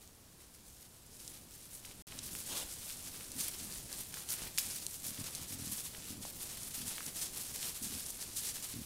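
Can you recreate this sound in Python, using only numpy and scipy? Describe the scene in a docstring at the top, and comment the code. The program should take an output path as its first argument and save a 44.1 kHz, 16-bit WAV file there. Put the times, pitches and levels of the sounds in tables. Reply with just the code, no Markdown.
"""A forest clearing at night: wild boar trot one after another through the dry leaf litter.
Leaves crackle in countless tiny fractures, twigs snap and splinter, and hooves rumble on the soil.
Slack vocal folds give low, slowly pulsing grunts, and one blast through the nostrils makes a snort.
Trunks scatter faint echoes. A small mono field camera adds its hiss and cuts out for an instant."""
import sys
import numpy as np
from scipy import signal
from scipy.fft import rfft, irfft, next_fast_len
from scipy.io import wavfile
from scipy.ndimage import uniform_filter1d

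SR = 44100
rng = np.random.default_rng(int(sys.argv[2]) if len(sys.argv) > 2 else 0)


def inscribe(sig):
    """Save sig as 16-bit PCM at rate SR to the path in sys.argv[1].

    A 1-D sig is mono; a 2-D sig holds one channel per row.
    Samples are clipped to [-1, 1] before scaling.
    """
    pcm = np.round(np.clip(np.atleast_2d(sig).T, -1, 1) * 32767)
    wavfile.write(sys.argv[1], SR, pcm.astype(np.int16))


N = 390285
TIME = np.arange(N) / SR


# Tone of the crisp top leaves and of the litter below. Each row: frequency in Hz, relative level in dB.
LEAF_EQ = [(1180, -12), (2000, -11), (9570, 0), (14100, -6), (15100, -7), (15800, -12)]
LITTER_EQ = [(60, -29), (150, 0.5), (350, -0.5), (700, -2.5), (1300, -5), (2200, -5), (3200, -3.5),
             (6000, -2.5)]

def leaves(clump_db=1.0, lurch_db=0.86, light_per_s=3200, heavy_per_s=7000, veins_per_s=35, vein_db=-14):
    """A heavier tread breaks more leaves at once; they give way in clumps, surface and depth together."""
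    surface, depth = footfalls()
    weight = np.clip((20 * np.log10(surface) + 58) / 20, 0, 1)
    per_s = light_per_s + weight * (heavy_per_s - light_per_s)
    top = colour(crackle(per_s, 0.91, 2030, 15500, width=.25, count=8), LEAF_EQ)
    deep = colour(crackle(per_s * .4, 2.0, 330, 4400, width=0.65, count=4), LITTER_EQ)
    # now and then a stiff leaf vein parts with a lone, sharp tick
    parting = rng.random(N) < veins_per_s / SR
    veins = colour(parting * np.clip(rng.standard_normal(N), -2, 2), LEAF_EQ)
    clumps = from_db(clump_db * drift(110) + lurch_db * drift(35))
    return ((top + from_db(vein_db) * veins) * surface + deep * depth) * clumps


# Steps in the leaves. Each row: start in seconds, crackle level in dB before the trim,
# length of the push in seconds, deeper crush in dB relative to the crackle.
HOOF_STEPS = [(0, -58, 0.038, -10), (0.382, -61.5, 0.05, -3), (0.529, -57.0, 0.02, -15),
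              (0.629, -59, 0.105, -20), (0.756, -58, 0.097, -13), (1.094, -55, 0.142, -26),
              (1.193, -52.5, 0.11, -16), (1.298, -54.5, 0.071, -6), (1.466, -57, 0.2, -13),
              (1.698, -50.5, 0.074, -46), (1.819, -55, 0.097, -3), (1.977, -55.5, 0.244, -2),
              (2.223, -43.5, 0.044, -19.5), (2.284, -45.5, 0.12, -20), (2.428, -43.5, 0.18, -9.5),
              (2.676, -47, 0.062, -22.5), (2.77, -47.0, 0.15, -11), (3.044, -49, 0.028, -11),
              (3.113, -50, 0.054, -5.5), (3.201, -48.5, 0.0085, -7), (3.351, -43.5, 0.13, -9),
              (3.371, -39.5, 0.073, -21), (3.503, -49.5, 0.047, -5), (3.546, -47, 0.091, -12),
              (3.63, -48, 0.16, -7), (3.879, -47, 0.1, -7.5), (3.97, -44.5, 0.041, -11),
              (4.114, -47.5, 0.11, -8.5), (4.248, -49, 0.23, -2.5), (4.283, -35.5, 0.043, -20),
              (4.532, -46.5, 0.14, -13), (4.572, -43.5, 0.048, -16), (4.663, -43, 0.1, -12),
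              (4.743, -45.5, 0.037, -20), (4.774, -54.5, 0.093, -11), (4.871, -46.5, 0.086, -24),
              (5.028, -41.5, 0.067, -13), (5.075, -47.5, 0.14, -8), (5.232, -46.5, 0.046, -7),
              (5.258, -50, 0.185, -6), (5.467, -43.5, 0.061, -10.5), (5.582, -44, 0.12, -10),
              (5.708, -44.5, 0.1, -10.5), (5.713, -36.5, 0.016, -25), (5.83, -43.5, 0.039, -10.5),
              (5.883, -53, 0.25, -3), (6.061, -46.5, 0.049, -13), (6.199, -46.5, 0.092, -11.5),
              (6.304, -50.0, 0.23, -15), (6.371, -49.5, 0.21, -6.5), (6.384, -46, 0.043, -17),
              (6.561, -46.5, 0.112, -12.5), (6.677, -45, 0.148, -9.5), (6.735, -37.5, 0.019, -15),
              (6.843, -40.5, 0.055, -12.5), (6.859, -48, 0.23, -6.5), (6.895, -48, 0.038, -3),
              (7.017, -48.5, 0.088, -22), (7.14, -40.5, 0.118, -12.5), (7.21, -34, 0.011, -20),
              (7.3, -47, 0.192, -10.5), (7.356, -42, 0.058, -13), (7.49, -47.5, 0.21, -16),
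              (7.533, -41.5, 0.012, -8.5), (7.583, -42.5, 0.11, -8), (7.744, -40.5, 0.021, -13),
              (7.794, -46.5, 0.24, -14), (7.815, -40.5, 0.046, -17), (7.903, -49.5, 0.061, -5.5),
              (8.048, -46.0, 0.055, -16), (8.182, -43, 0.045, -8.5), (8.352, -37, 0.043, -24),
              (8.42, -38.5, 0.083, -22), (8.535, -41.5, 0.028, -21), (8.621, -40.5, 0.022, -13.5),
              (8.672, -47, 0.047, -12)]
# Rustle between steps, louder as the group nears. Each row: time in seconds, level in dB.
RUSTLE_BED = [(0.0, -70), (1.0, -63), (1.6, -58.5), (2.1, -59), (2.4, -51), (3.2, -51), (4.0, -52),
              (5.0, -53.5), (5.6, -51.1), (6.2, -54), (7.6, -52), (8.85, -49)]

def footfalls(attack_s=.0056, attack_share=0.21, settle_s=0.022, trim_db=-0.49, bed_crush_db=-11):
    """Envelopes of the surface crackle and the deeper crush: each step builds, pushes on and settles."""
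    t = TIME[:SR // 2]
    bed = from_db(curve(RUSTLE_BED))
    surface_power, depth_power = bed ** 2, (bed * from_db(bed_crush_db)) ** 2
    for start, db, length, crush_db in HOOF_STEPS:
        build = 1 - np.exp(-t / (attack_s + attack_share * length))
        settle = np.exp(-np.maximum(t - length, 0) / settle_s)
        push = from_db(trim_db + db) * build * settle
        add(surface_power, start, push ** 2)
        add(depth_power, start, (push * from_db(crush_db)) ** 2)
    return np.sqrt(surface_power), np.sqrt(depth_power)


def crackle(per_s, spread_db, low_hz, high_hz, width, count, patchy_db=2.0):
    """Tiny fractures of uneven size, each ringing one leaf; the mix shifts while the level is held even."""
    sizes = from_db(spread_db * np.minimum(rng.exponential(1, N), 4.2)) * rng.choice([-1, 1], N)
    clicks = sizes * (rng.random(N) < per_s / SR)
    leaf = rng.integers(0, count, N)
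    width_hz = width * (high_hz - low_hz)
    grains = sum(resonate(clicks * (leaf == k), hz, width_hz) * from_db(patchy_db * drift(35))
                 for k, hz in enumerate(np.linspace(low_hz, high_hz, count)))
    local_power = uniform_filter1d(grains ** 2, SR // 16)
    return grains / np.sqrt(np.maximum(local_power, 1e-12))


# Twigs and stalks breaking. Each row: start in seconds, peak of the crack alone in dB,
# pitch in Hz, splinter decay in seconds.
TWIG_SNAPS = [(0.076, -39, 7000, .0026), (1.278, -30, 6960, 0.003), (1.8494, -34.5, 2920, 0.0048),
              (1.852, -31, 8000, .008), (1.913, -43, 2980, .002), (2.123, -35.5, 2230, .0048),
              (2.1892, -27, 5960, .0017), (2.191, -28.5, 5400, .0044), (2.3517, -33, 2020, .001),
              (2.352, -27, 7500, .0015), (2.578, -23, 9000, 0.0093), (2.899, -35, 3500, .005),
              (3.074, -39, 4500, .0043), (3.209, -41, 2000, .005), (3.3175, -27, 7600, .003),
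              (3.4827, -21.5, 11200, .0017), (3.724, -30, 6500, .004), (3.775, -31, 9500, .008),
              (3.9283, -25, 7140, .002), (4.1408, -34.5, 2400, 0.0054), (4.142, -29.5, 9000, 0.011),
              (4.171, -36.5, 1800, .006), (4.289, -30, 6000, .0032), (4.304, -19.5, 8000, .003),
              (4.5767, -21, 5800, 0.0048), (4.583, -21, 2430, .002), (4.5833, -13.5, 9350, .012),
              (4.587, -19.5, 5400, .012), (4.866, -19, 6600, .001), (5.051, -35, 4200, .0072),
              (5.066, -24.5, 10000, .008), (5.178, -40, 2800, .003), (5.242, -28.5, 7600, 0.0044),
              (5.3503, -24, 7000, .002), (5.355, -24, 7400, .0019), (5.678, -29, 6500, 0.0028),
              (5.9495, -36, 2600, 0.0026), (6.2515, -38, 710, 0.0029), (6.252, -33, 6000, 0.014),
              (6.6327, -25.5, 7770, 0.0027), (6.9817, -26.5, 2100, 0.0023), (7.0062, -35.5, 1700, .0043),
              (7.064, -24.5, 8500, .0041), (7.591, -37, 7050, .004), (7.6288, -27, 3760, .0036),
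              (7.950, -27, 7000, .005), (8.063, -26.5, 7500, 0.0042), (8.104, -24.5, 9000, .004),
              (8.226, -29, 6500, .005), (8.368, -25, 8100, .008), (8.6255, -33, 8000, .0041),
              (8.7385, -30.5, 3700, 0.002)]

def twigs(band_ratios=(0.58, 1.5), splinter=0.18, tick=0.037):
    """A sharp break, then a dying run of splinters; the size of the wood sets their band."""
    out, t = np.zeros(N), TIME[:SR // 8]
    impulse = 1.0 * (t == 0)
    rupture = .33 * np.exp(-t / .001)  # most fibres part within the first millisecond
    for start, db, hz, decay_s in TWIG_SNAPS:
        edges_hz = np.clip(np.multiply(band_ratios, hz), [50, 600], [SR / 5, SR / 2.8])
        wood = signal.butter(2, edges_hz, "band", fs=SR, output="sos")
        crack = peak_one(signal.sosfilt(wood, impulse) + tick * impulse)
        fibres = np.tanh(rng.standard_normal(len(t)) * from_db(5 * rng.standard_normal(len(t))) / 2)
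        tearing = np.hypot(rupture, splinter * np.exp(-t / decay_s))
        add(out, start, from_db(db) * (crack + tearing * rms_one(signal.sosfilt(wood, fibres))))
    return out


# The boars' calls. Each row: start in seconds, length in seconds, opening pulse rate in Hz,
# rms level in dB, roughness from 0 to 1.
GRUNT_CUES = [(2.151, 0.073, 40.3, -58, .5), (3.362, 0.05, 43.2, -51.5, .5), (3.603, 0.078, 44, -55.5, .6),
              (5.064, .08, 39.1, -54, 0.1), (5.192, 0.04, 46.1, -46, 0.17), (5.377, .05, 47.3, -57, .4),
              (5.51, 0.24, 46.1, -51, 0.22), (6.107, 0.11, 41.12, -51, 0.3), (6.782, .1, 42, -51.5, .3),
              (7.072, 0.022, 43.6, -50, .5), (7.821, 0.055, 41.7, -49, 0.42), (7.904, .08, 39.6, -51, 0.4),
              (8.741, .085, 39.75, -47, 0.44)]
# Tone of the throat and closed snout. Each row: frequency in Hz, relative level in dB.
THROAT_EQ = [(15, -36), (45, -16), (80, 2), (120, -1), (165, -4.5), (230, 2.5), (275, 0), (315, -9),
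             (355, -13.5), (550, -32)]

def grunts(jitter=.01, swell=0.22, rasp=0.086, uneven_db=2.2, sag_hz_per_s=48, throat_sag=0.057):
    """Slack vocal folds flap some forty times a second, slowing; the closed snout passes only the bass."""
    out, lead_s = np.zeros(N), .03
    t = TIME[:SR // 2] - lead_s
    # the throat resonances sink as each grunt slackens
    tight = [(hz * (1 + throat_sag), db) for hz, db in THROAT_EQ]
    slack = [(hz * (1 - throat_sag), db) for hz, db in THROAT_EQ]
    for start, length, first_hz, db, rough in GRUNT_CUES:
        chance, air = rng.standard_normal((16, 2)), rng.standard_normal(len(t))
        flaps, at = np.zeros(len(t)), 0
        for late, strong in chance:
            if at < length:
                arch = 1 + swell * np.sin(np.pi * at / length)
                flaps[int((lead_s + at) * SR)] = arch * from_db(uneven_db * rough * strong)
                at += (1 + jitter * late) / max(first_hz - sag_hz_per_s * at, 20)
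        sounding = (t > 0) & (t < length)
        source = flaps + rasp * rough * air * sounding
        progress = np.clip(t / length, 0, 1)
        voice = (1 - progress) * colour(source, tight) + progress * colour(source, slack)
        add(out, start - lead_s, from_db(db) * voice * np.sqrt(sounding.mean()))
    return out


# Swell and fade of the snort. Each row: time in seconds, level in dB.
SNORT_ENVELOPE = [(2.42, -95), (2.50, -49), (2.55, -44.5), (2.59, -49.5), (2.65, -54.5), (2.72, -89)]
# Tone of the nostrils. Each row: frequency in Hz, relative level in dB.
NOSTRIL_EQ = [(40, -22), (120, -1), (300, 0), (850, 0), (1400, -6), (2200, -18), (2800, 0.5), (3500, 2.5),
              (4400, -7), (7000, -3), (15000, -27)]

def snort(flutter_db=-1.5):
    """A short, fluttering blast of air through the nostrils."""
    breath = colour(rng.standard_normal(N), NOSTRIL_EQ)
    return breath * from_db(curve(SNORT_ENVELOPE) + flutter_db * drift(90))


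# Low rumble of the trotting group. Each row: time in seconds, level in dB.
RUMBLE_ENVELOPE = [(0, -70), (.9, -71.5), (1.2, -60.5), (1.6, -65.5), (1.95, -58.5), (2.15, -56.5),
                   (2.4, -59), (3.6, -59), (4.4, -58), (4.8, -58.5), (6.5, -58.5), (8.85, -59.5)]
# Tone of the soft ground. Each row: frequency in Hz, relative level in dB.
SOIL_EQ = [(20, 1.5), (50, -3), (80, 2), (115, 0.5), (220, -2.5), (400, -9.5), (800, -17), (1500, -29)]
# Heavy hoof beats. Each row: start in seconds, envelope peak in dB.
HOOF_THUDS = [(2.635, -50), (3.765, -51), (4.415, -49.5)]

def ground(lumpy_db=1.4, thud_hz=41, thud_s=0.014):
    """Dull, uneven rumble of hooves on soil, with a few deep thuds."""
    rumble = colour(rng.standard_normal(N), SOIL_EQ)
    out = rumble * from_db(curve(RUMBLE_ENVELOPE) + lumpy_db * drift(21))
    t = TIME[:SR // 4]
    thud = t / thud_s * np.exp(1 - t / thud_s) * np.sin(2 * np.pi * thud_hz * t)
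    for start, db in HOOF_THUDS:
        add(out, start, from_db(db) * thud)
    return out


def trunk_echoes(x, t60_s=0.65, dull_hz=7000, predelay_s=.006):
    """Trunks scatter many faint, dull echoes."""
    t = TIME[:SR // 2]
    taps = rng.standard_normal(len(t)) * (rng.random(len(t)) < .05)
    tail = taps * from_db(-60 * t / t60_s) * (t > predelay_s)
    tail = signal.sosfilt(signal.butter(1, dull_hz, fs=SR, output="sos"), tail)
    return signal.fftconvolve(x, tail / np.linalg.norm(tail))[:N]


# Tone of the noise floor. Each row: frequency in Hz, relative level in dB.
HISS_EQ = [(12, -36), (20, 0), (55, 2.5), (221, -4.5), (268, -5.5), (419, -8.5), (603, -12), (1790, -18.5),
           (1950, -19.5), (5170, -17), (9560, -17), (14100, -19.5), (15800, -24)]

def hiss(level_db=-60.5):
    """The camera's steady hiss, strongest in the low end."""
    return from_db(level_db) * colour(rng.standard_normal(N), HISS_EQ)


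def from_db(db):
    """Decibels to gain."""
    return 10 ** (np.asarray(db) / 20)


def rms_one(x):
    """Scale to unit rms."""
    return x / np.sqrt(np.mean(x ** 2) + 1e-20)


def peak_one(x):
    """Scale to unit peak."""
    return x / (np.abs(x).max() + 1e-20)


def curve(rows):
    """Join (seconds, value) points into a value at every sample."""
    return np.interp(TIME, *np.transpose(rows))


def add(out, start_s, sound):
    """Mix a sound in at its start time."""
    at = int(np.clip(round(start_s * SR), 0, N - 1))
    out[at:at + len(sound)] += sound[:N - at]


def colour(x, eq):
    """Shape a signal with an EQ curve, passing nothing above its last point; rms 1."""
    hz, db = np.transpose(eq)
    size = next_fast_len(len(x))
    grid = np.maximum(np.fft.rfftfreq(size, 1 / SR), 1)
    gain = from_db(np.interp(np.log(grid), np.log(hz), db, right=-np.inf))
    return rms_one(irfft(rfft(x, size) * gain, size)[:len(x)])


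def drift(rate_hz):
    """Smooth random wander of rms 1."""
    knots = rng.standard_normal(N // 40)
    return rms_one(np.interp(TIME * rate_hz, np.arange(len(knots)), knots))


def resonate(x, hz, width_hz):
    """One resonance with gain 1 at its peak."""
    return signal.lfilter(*signal.iirpeak(hz, hz / width_hz, fs=SR), x + 1e-18)


def scene(echo_db=-15):
    """The passing animals, their echoes and the steady hiss, in mono."""
    bright = leaves() + twigs() + snort()
    floor = hiss()
    echoes = from_db(echo_db) * trunk_echoes(bright)
    # the long waves of the grunts bend around the trunks and raise no echo
    return (bright + echoes + grunts() + ground() + floor)[None]


def record(dry, mute_from_s=2.022, mute_to_s=2.069, cutoff_hz=15750):
    """The camera cuts out for an instant, and a steep low-pass takes off the very top."""
    live = (TIME < mute_from_s) | (TIME > mute_to_s)
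    lowpass = signal.ellip(12, .1, 80, cutoff_hz, fs=SR, output="sos")
    return signal.sosfilt(lowpass, dry * live)


dry = scene()
out = record(dry)
inscribe(out)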